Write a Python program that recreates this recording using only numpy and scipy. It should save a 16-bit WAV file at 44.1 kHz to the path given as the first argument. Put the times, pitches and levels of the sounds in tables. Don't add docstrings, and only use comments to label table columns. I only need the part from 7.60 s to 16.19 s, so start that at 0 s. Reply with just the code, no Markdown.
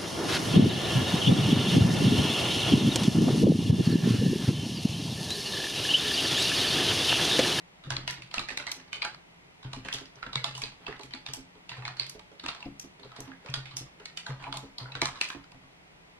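import sys
import numpy as np
from scipy import signal
from scipy.fft import rfft, irfft, next_fast_len
from scipy.io import wavfile
from scipy.ndimage import uniform_filter1d

SR = 44100
rng = np.random.default_rng(int(sys.argv[2]) if len(sys.argv) > 2 else 0)


def pcm_store(signal):
    levels = np.round(np.clip(np.atleast_2d(signal), -1, 1) * 32767)
    wavfile.write(sys.argv[1], SR, levels.astype(np.int16).T)


N = 378819
LEAD_IN_S = .008


def gain_of(db):
    return 10 ** (np.asarray(db) / 20)

def unit_rms(x):
    return x / np.sqrt(np.mean(x ** 2) + 1e-20)

def curve(points, hz):
    f, value = np.transpose(points)
    return np.interp(np.log(hz + 1), np.log(f + 1), value)

def shaped(x, gain):
    size = next_fast_len(x.shape[-1], True)
    return irfft(rfft(x, size) * gain(np.fft.rfftfreq(size, 1 / SR)), size)[..., :x.shape[-1]]

def add(mix, start_s, sound):
    part = mix[..., round(start_s * SR):][..., :sound.shape[-1]]
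    part += sound[..., :part.shape[-1]]

def ring(t, hz, db, t60):
    return gain_of(db - 60 * t / t60) * np.sin(2 * np.pi * hz * t)

def ripple(size, depth_db, span):
    return gain_of(depth_db * unit_rms(uniform_filter1d(rng.standard_normal(size), span)))


# start_s, level_db, low_ring_hz, high_ring_hz, case_db, high_ring_db, tick_db, rattle_db
STROKES = [(0.2377, -50.5, 1310, 3650, -11, -8.0, -22, 1),
           (0.3044, -25.5, 1590, 3300, -0.5, -10, -16.5, -11.5),
           (0.32, -29.5, 1670, 3720, 0, -13, -35.0, -12.5),
           (0.3664, -22, 1314, 4060, -17, -5.5, -20.5, -19.5),
           (0.4771, -26, 1910, 2800, -14, -3.5, -13, -7.0), (0.508, -38.5, 2700, 5600, -23, -5, 5, -13),
           (0.621, -39.5, 2480, 2820, -25.0, -2, -13, -10.5), (0.7125, -41.5, 2600, 3200, 0, -5, -19, -12),
           (0.7407, -29, 2030, 4170, -3.5, -12, -19, -6.5),
           (0.7811, -22.5, 2560, 2660, -15, -1, -18.5, -18),
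           (0.7938, -25.5, 1080, 3930, -8, -8, -17.5, -13.5),
           (0.8865, -30.5, 1930, 4270, -16, -10, -17, -7.5),
           (0.8916, -31.0, 2500, 2590, -12, -17, -18, -14), (0.9041, -35, 2180, 4000, -11, -11, -21, -12),
           (0.9736, -25, 2350, 3770, -15, -6, -11, -14.0), (0.998, -35, 1470, 2780, -8, -14, -23, -7.5),
           (1.0676, -30, 1810, 4100, -4, -12.5, -19, -13.5), (1.074, -30.5, 2040, 4050, -11, -11, -20, -10),
           (1.116, -28.5, 2280, 4300, -22, 1, 2.5, -15), (1.119, -33.5, 2100, 4100, -5, -1, -11, -20),
           (1.1978, -48, 1740, 2860, 1, -17, -31, -9), (1.213, -54, 2000, 4500, -20, -5, -12, -20),
           (1.2795, -57, 2500, 4500, -20, 2, -14, -14), (1.3296, -27.5, 2270, 2990, -31, -3.5, -15, -9.5),
           (1.4195, -21.5, 2280, 2430, -34, 1.5, -22, -15),
           (1.4265, -27, 2230, 2550, -2.5, 3, -17.5, -13.5),
           (1.449, -25.5, 1430, 4100, 2.5, -21, -20.5, -13.5),
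           (1.5457, -40, 1340, 4680, -11, -14, -25, -28), (2.0294, -44, 1070, 3820, -15, -12, -22, -10),
           (2.0464, -43.5, 1040, 3230, -13.0, -16, -38, -9),
           (2.132, -33.5, 1170, 3920, 2.5, -9, -17, -10.5), (2.2481, -43.5, 1850, 2590, 10, -9, -18, -0.5),
           (2.2851, -28.5, 1840, 2380, -20, -13, -23, -11.5), (2.327, -26, 2760, 3340, -4.5, -1, -9.5, -12),
           (2.338, -34, 2900, 6000, -20, -3, 1.5, -12.5), (2.344, -30, 2900, 3500, -11, -2, -14, -14.5),
           (2.384, -39.5, 1510, 4000, -8, -5, -10, -11), (2.456, -48, 2780, 4700, -25, 0, -10, -11),
           (2.556, -53.5, 2980, 5450, -25, -4, -12, -10),
           (2.6275, -28.5, 1440, 3900, -19, -20.5, -35.0, -11.5),
           (2.6646, -32, 1500, 3660, -24, -21, -35.0, -17.5),
           (2.7306, -34.5, 1010, 3880, -2, -10.5, -22, -8),
           (2.7561, -20.5, 2300, 3680, -44.0, -7.5, -20, -15.5),
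           (2.8425, -21, 1180, 3840, 0, -4, -14.5, -13.5), (2.9513, -37.5, 2400, 2970, 2, 9.5, -3, -6),
           (2.978, -38, 1030, 4300, 1, -19, -6.5, -10.5), (3.018, -32, 2400, 3330, -29, -8.5, -11, -7.5),
           (3.037, -28.5, 2680, 4500, -7, 15, -36.0, -14), (3.266, -31.5, 2660, 3000, 0.5, -6, -22, -14),
           (3.2799, -33.5, 1760, 2980, -20, -23, -34.0, -10),
           (3.3253, -34, 1800, 2560, -18.0, -23, -39.0, -12.5), (3.365, -49, 3000, 3700, -25, -9, -21, -15),
           (3.3944, -44.5, 2190, 2800, 10, -9.0, -19, -14), (3.411, -43.5, 1020, 4070, -1, 1, -11, -10.5),
           (3.433, -42.5, 2350, 3230, -9, -5, -6, -11.5), (3.5078, -47.5, 2180, 3000, 0, -4, -20, -3),
           (3.5366, -31, 2280, 4100, -5.5, -2.5, -20, -14), (3.5485, -38, 1490, 2900, 0, -21, -18, -19),
           (3.663, -32, 2530, 3650, -9, 1, -12.5, -11.5), (3.687, -38, 1650, 3620, -7, -8, -19, -16),
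           (3.7358, -30.5, 2600, 3070, -6.5, 6.5, 6, -13.5),
           (4.0926, -35.5, 2700, 2920, -7, 0.5, -11.5, -10), (4.117, -35, 1690, 2730, -10, -12, -32, -8),
           (4.168, -46, 1050, 2580, -13.0, -19, -29, -3), (4.2221, -41, 1030, 2700, 7, -25, -34, -5.5),
           (4.252, -29.5, 2150, 4050, -5, -9, -24, -11), (4.278, -29.5, 1240, 4240, -14, -14, -25, -14.5),
           (4.369, -44, 1690, 4440, -26.0, -7, -16, -7), (4.397, -20, 2080, 4460, -34.0, 3.5, -15.5, -15.5),
           (4.431, -34, 1920, 4430, -26, 3, -16, -26), (4.4655, -41, 2240, 4400, -57, 2, -3, -15),
           (4.496, -36.5, 2330, 4500, -12, 1.5, 4.5, -15), (4.594, -43.5, 1010, 2870, 3, 0.5, -11.5, -17.5),
           (4.797, -38.5, 1740, 3750, -29.0, 4, -18, -13), (4.8382, -39.5, 1170, 3820, -18.0, -11, -24, -5),
           (4.8616, -28.5, 1164, 2600, -14, -11, -21, -14),
           (4.884, -29.5, 2740, 3980, -34.5, -13, -19.5, -11),
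           (4.8886, -25.5, 1350, 3780, -30, -4, -41.0, -17),
           (4.9481, -41, 1300, 3570, -5, -13, -22.5, -10.5), (5.005, -44.5, 990, 3980, 0, -9, -23, -8.5),
           (5.026, -36, 2630, 2610, -1.5, -22, -30, -14.5), (5.055, -52, 2600, 4940, -20, 4, -22, -15),
           (5.197, -35, 2850, 5900, -30, 2, 5.5, -14.5), (5.397, -53, 1100, 3500, -10, -1, -10, -12),
           (5.432, -45.5, 1170, 4040, 1, 9, -22, -11.5), (5.5174, -42.5, 1290, 3830, 4, -22, -33, -11),
           (5.563, -44.5, 1670, 3640, 6, -11, -18, -5.5), (5.604, -39, 1510, 6200, 0, 5, 9, -15.5),
           (5.677, -46, 1010, 3000, -3, -25, -35, -12), (5.7164, -39.5, 1630, 2930, -35, -23, -39, -12.5),
           (5.861, -38, 990, 2440, -1, -16, -28, -11), (5.886, -42.5, 2430, 2550, -27.0, -9, -20, -6),
           (5.9, -47, 2500, 5800, -25, 3, -5, -18), (5.94, -23, 1244, 3420, -8, -5, -16, -14),
           (6.0565, -41.0, 2210, 3560, -22, -10, -22, -6), (6.11, -47, 1190, 4200, -21, -5, -25, -4),
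           (6.1681, -30, 3500, 5850, -12.5, -2, 0.5, -10.5), (6.3994, -48.5, 1420, 3050, -3, -20, -29, -6),
           (6.456, -34, 2320, 4240, -33, 2, -11.5, -14.5), (6.573, -29.0, 2500, 3000, -34, -3, -9, -13.5),
           (6.665, -32.0, 1600, 3980, 3, -12.5, -19.5, -10), (6.703, -37, 1150, 3970, 1, -31, -45, -11),
           (6.797, -51.5, 1090, 3300, 4.0, -21, -33, 1), (6.8244, -44.5, 1040, 2960, -8.0, -19, -27, 0),
           (6.8393, -36.5, 2440, 2900, -4, -20, -51, -9.5), (6.8672, -38.5, 960, 2910, 14.5, -37, -41, -11),
           (6.9257, -28, 1276, 3420, 0.5, -3, -18.5, -13.5), (6.9397, -38, 1050, 4550, 6, -44, -25, -4),
           (6.9711, -34, 1010, 3800, 3, 5, 2, -15.5), (7.183, -31.5, 1070, 3900, -1, 18.5, 0.5, -13),
           (7.199, -47.5, 996, 4000, -17, -28, -41, 1.5), (7.2552, -43.5, 1420, 3700, -2.0, -43, -38, -3),
           (7.3197, -37, 2580, 3930, -2, -6, -21, -12), (7.352, -30, 1500, 3900, -17, -15.5, -28, -11),
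           (7.417, -17, 2280, 4060, 1.5, -11, -17, -14.5), (7.4556, -23, 1100, 4200, -28, -17, -17, -13.5),
           (7.557, -44, 1140, 3930, -22.0, -17, -24, -2.0), (7.6125, -17, 2340, 2630, -38, 1, -10.5, -15),
           (7.688, -37, 2450, 2770, -32, -6, -3, -13.5), (7.7016, -30, 1670, 3800, -27.0, -16, -28, -12),
           (7.841, -49.0, 1510, 4760, -13, -17.0, -23.0, -15), (7.918, -48, 2210, 2700, 4, 5, -10, -31)]

def keys():
    out = np.zeros((2, N))
    for start_s, *voicing in STROKES:
        add(out, start_s - LEAD_IN_S, clack(*voicing))
    return out

def clack(level_db, low_hz, high_hz, case_db, high_db, tick_db, rattle_db):
    t = np.arange(8192) / SR - LEAD_IN_S
    after = np.maximum(t, 0)
    tone = [(400, -14), (1000, -5.5), (2500, high_db / 2 - 2.5), (4700, high_db),  # freq_hz, level_db
            (5600, tick_db + 2.5), (9000, tick_db - 4.5), (12000, 1.7 * tick_db - 8.5),
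            (14500, 1.6 * tick_db - 32), (16000, 1.6 * tick_db - 40)]

    def hump(hz, centre_hz, width):
        return 1 / (1 + ((hz - centre_hz) / (width * centre_hz)) ** 2)

    def cap_eq(hz):
        rings = hump(hz, low_hz, .052) + gain_of(high_db + 2.5) * hump(hz, high_hz, .052)
        return gain_of(curve(tone, hz) - 6) + rings

    def clatter_eq(hz):
        rings = .53 * hump(hz, low_hz, .21) + gain_of(high_db - 7) * hump(hz, high_hz, .093)
        return gain_of(curve(tone, hz)) + rings

    def contact(peak_s, release):
        contact_s = .0014 * gain_of(-.12 * (level_db + 21.5))
        return np.exp(-.5 * ((t - peak_s) / (np.where(t < peak_s, .55, release) * contact_s)) ** 2)

    noise = rng.standard_normal((2, len(t)))
    chatter = shaped(noise, lambda hz: cap_eq(hz) * ripple(len(hz), 4, 18))
    body = uniform_filter1d(chatter, 11)
    attack = (chatter - body) * contact(.00078, 1.42) + body * contact(.0019, 1.04)
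    attack /= np.sqrt(2 * uniform_filter1d(attack[:, :1024] ** 2, 30).max(1, keepdims=True))

    grit = ripple(len(t), depth_db=1.64, span=120)
    clatter = unit_rms(shaped(chatter[:, ::-1], lambda hz: clatter_eq(hz) / cap_eq(hz)))
    melt = 1 - np.exp(-after / .025)
    loose = np.sqrt(1 - melt) * unit_rms(chatter) + np.sqrt(melt) * clatter
    decay_s = .33 * (1690 / low_hz) ** .12
    fall_db = -60 * after / decay_s - 20 * (after / .84) ** 4
    dull = uniform_filter1d(loose, 5)
    darkening = dull + (loose - dull) * gain_of(.52 * fall_db)
    lead_in = gain_of(-17 + 500 * np.minimum(t, 0)) * (t < .003)
    tail = (1 - np.exp(-after / .0058)) * gain_of(fall_db)
    rattle = gain_of(rattle_db) * darkening * grit * (lead_in + tail)
    return gain_of(level_db) * (attack + rattle + gain_of(case_db) * case_ring(after) * grit)


# pitch_hz, level_db, t60_s
CASE_MODES = [(680.3, -2.5, 0.074), (843, -7, 0.18), (965.6, 5.5, 0.048), (1170, -3, 0.064)]

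def case_ring(t):
    shape = (2, len(CASE_MODES))
    strikes = rng.choice([-1., 1.], shape) * rng.uniform(.44, .76, shape)
    modes = [ring(t, hz * rng.uniform(.99, 1.015), db, t60) for hz, db, t60 in CASE_MODES]
    return strikes @ modes * (1 - np.exp(-t / .014))


# start_s, boom_db, box_db, knock_db
FINGER_BLOWS = [(0.25, -52, -55.5, -60), (0.272, -37.5, -56, -37.5), (0.312, -33, -51, -60),
                (0.373, -39, -46, -46), (0.435, -42, -53, -49), (0.498, -44.5, -61, -48.5),
                (0.583, -48, -55, -51), (0.776, -49, -42, -37), (0.906, -58, -50, -34),
                (0.995, -53, -63.5, -35), (1.165, -70, -56.5, -45), (1.359, -54.5, -65, -42),
                (1.519, -57.5, -73, -51.0), (2.051, -35, -50, -45), (2.118, -42.0, -60, -63),
                (2.166, -43.5, -44, -43), (2.251, -51, -49.5, -38), (2.344, -47.5, -51, -35),
                (2.409, -58.5, -52.5, -36.5), (2.569, -55.5, -70, -47), (2.669, -50, -48, -60),
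                (2.758, -36.5, -70, -50), (2.871, -41, -59, -43), (2.955, -43.5, -71, -44),
                (3.032, -46.5, -48, -36.5), (3.12, -60, -70, -60), (3.199, -70, -71.0, -45),
                (3.285, -47.5, -54.5, -24.5), (3.396, -75, -72, -36.5), (3.438, -51, -55, -38.5),
                (3.542, -60, -49, -48), (3.688, -45.5, -60, -42), (3.773, -54.5, -47.5, -40),
                (3.955, -74.0, -76, -41.5), (4.115, -48, -80.0, -52), (4.182, -37, -65, -36),
                (4.282, -46, -77, -56), (4.401, -44, -66.5, -41), (4.55, -65, -51, -38),
                (4.718, -83, -68, -39), (4.838, -52.5, -45.5, -49), (5.06, -46, -42.5, -42),
                (5.242, -61, -49, -48), (5.395, -73, -67, -37), (5.449, -49, -59.5, -35),
                (5.589, -44, -48, -37.5), (5.676, -56, -48, -42), (5.849, -69, -81, -36.5),
                (5.894, -37, -59, -52), (5.97, -35.5, -57, -39.5), (6.138, -42.5, -61, -67),
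                (6.21, -45.5, -53.5, -42), (6.27, -66, -73, -57), (6.4, -75, -83, -35.5),
                (6.695, -31.5, -55, -36.5), (6.75, -41, -71, -49), (6.815, -48.5, -60, -55),
                (6.879, -41, -49, -44), (6.949, -40, -61, -45), (7.029, -46, -51.5, -31.5),
                (7.045, -64, -68, -60), (7.212, -36, -57.5, -41), (7.354, -43, -53, -37),
                (7.424, -39.0, -40.5, -24.5), (7.519, -58, -59, -47), (7.61, -78, -66.0, -76),
                (7.75, -54, -46, -51), (7.946, -56, -58, -59), (8.039, -60, -59.5, -75)]
# pitch_hz, level_db, t60_s, layer (0 box, 1 knock)
DESK_MODES = [(271.3, 9.5, 0.25, 0), (332.8, 2.5, 0.24, 0), (199.2, -3.5, 0.37, 0), (417.8, -6, 0.16, 1),
              (496.4, -13.5, 0.18, 1), (566.5, -16.5, 0.32, 1), (690, 3, 0.05, 0)]

def desk_thuds():
    t = np.arange(SR // 4) / SR
    out = np.zeros((2, N))
    count = len(DESK_MODES)
    for start_s, boom_db, box_db, knock_db in FINGER_BLOWS:
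        detune = rng.uniform(.96, 1.04, count)
        modes = [ring(t, hz * detune[k], db + (knock_db if layer else box_db), t60)
                 for k, (hz, db, t60, layer) in enumerate(DESK_MODES)]
        shove_db = .46 * boom_db + .54 * box_db - 5
        shove = shaped(rng.standard_normal((2, len(t))), lambda hz: (hz > 18) / (1 + (hz / 80) ** 4))
        shove = unit_rms(shove) * gain_of(shove_db - 60 * t / .39)
        thump = shaped(rng.standard_normal((2, len(t))),
                       lambda hz: 1 / (1 + (170 / (hz + 1)) ** 4) / (1 + (hz / 550) ** 4))
        thump = unit_rms(thump) * gain_of(max(box_db, knock_db - 11.5) - 7.5 - 60 * t / .21)
        strikes = rng.choice([-1., 1.], (2, count)) * rng.uniform(.36, .78, count)
        ringing = strikes @ modes
        rocking = ringing * ripple(len(t), depth_db=2, span=350)
        fingertip = rng.standard_normal(1500) * gain_of(-60 * t[:1500] / .088)
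        thud = signal.fftconvolve(rocking, fingertip[None], axes=1)[:, :len(t)]
        thud *= np.linalg.norm(ringing) / np.linalg.norm(thud)
        onset = 1 - np.exp(-t / .0022)
        add(out, start_s - .003, (.34 * rocking + .92 * thud + shove + thump) * onset)
    return out

def desk_boom(pitch_hz=130.8, t60_s=.53):
    t = np.arange(N) / SR
    start_s, boom_db = np.transpose(FINGER_BLOWS)[:2]
    last = np.maximum(np.searchsorted(start_s, t) - 1, 0)
    swing = gain_of(boom_db[last] - 60 * (t - start_s[last]) / t60_s) * (t > start_s[0])
    waver, throb = unit_rms(shaped(rng.standard_normal((2, N)), lambda hz: 1 / (1 + (hz / 20) ** 4)))
    phase = 2 * np.pi * np.cumsum(pitch_hz + 4.5 * waver) / SR
    return uniform_filter1d(swing, 350) * gain_of(2.06 * throb) * np.sin(phase)

def cap_nudges(lead_s=.002):
    out = np.zeros((2, N))
    for (start_s, *_), (force, low, high) in zip(FINGER_BLOWS, rng.random((len(FINGER_BLOWS), 3))):
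        nudge = clack(-58 + 6 * force, 1000 + 600 * low, 2800 + 700 * high,
                      case_db=6, high_db=-14, tick_db=-21, rattle_db=-9)
        add(out, start_s - lead_s - LEAD_IN_S, nudge)
    return out


# start_s, length_s, level_db
FINGER_SCUFFS = [(1.241, 0.1, -64.5), (2.551, 0.089, -61), (3.2, 0.075, -58), (5.4, 0.14, -61),
                 (5.5, .26, -57.5), (5.799, 0.13, -62), (6.682, 0.068, -54), (6.79, .14, -58)]
# freq_hz, gain_db
SCUFF_EQ = [(300, -12), (800, 0), (1700, -3.5), (2600, -9.5), (4500, -16.5), (6000, -32), (12000, -39)]

def scuffs():
    out = np.zeros((2, N))
    for start_s, length_s, level_db in FINGER_SCUFFS:
        size = round(length_s * SR)
        grain = ripple(size, depth_db=3.6, span=150)
        rub = shaped(rng.standard_normal((2, size)) * grain, lambda hz: gain_of(curve(SCUFF_EQ, hz)))
        add(out, start_s, gain_of(level_db) * unit_rms(rub) * np.sqrt(np.hanning(size)))
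    return out


# freq_hz, gain_db
AIR_EQ = [(12, -56), (20, -12), (138, -10.5), (177, 1), (198, -12.5), (388, -12.5), (558, -17),
          (607, -14.5), (976, -15), (1060, -18.5), (1710, -21.5), (2020, -17.5), (2820, -22.5),
          (11100, -43), (14200, -51), (15600, -80)]
# freq_hz, side_minus_mid_db
AIR_WIDTH = [(60, -16), (150, -10.5), (380, 1), (950, 2), (2380, 6), (5980, 6), (15000, 6)]

def room_hush(mid_db=-59.5):
    noise = rng.standard_normal((2, N))
    mid = shaped(noise[0], lambda hz: gain_of(curve(AIR_EQ, hz)))
    side = shaped(noise[1], lambda hz: gain_of(curve(AIR_EQ, hz) + curve(AIR_WIDTH, hz)))
    return np.array([mid, side]) / np.std(mid) * gain_of(mid_db)


# freq_hz, side_gain_db
TYPING_WIDTH = [(60, -15), (130, -25), (290, -9.5), (640, -8), (1410, -2.5), (3100, 1.5), (6820, 5.5),
                (15000, 6)]
# freq_hz, mid_share (-1 to 1, negative leans right)
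TYPING_LEAN = [(100, -0.23), (500, -0.32), (2000, -0.22), (8000, -0.19), (13000, 0)]

def widened(mid, other):
    lean = lambda hz: curve(TYPING_LEAN, hz)
    side = shaped(mid, lean) + shaped(other, lambda hz: np.sqrt(1 - lean(hz) ** 2))
    return np.array([mid, shaped(side, lambda hz: gain_of(curve(TYPING_WIDTH, hz)))])

def scene():
    typing = keys() + cap_nudges() + scuffs() + desk_boom() + desk_thuds()
    mid, side = widened(*typing) + room_hush()
    return np.array([mid + side, mid - side])

def record(dry):
    high_cut = signal.firwin(511, 16300, window=("kaiser", 9), fs=SR)
    return signal.oaconvolve(dry, high_cut[None], "same")


dry = scene()
out = record(dry)
pcm_store(out)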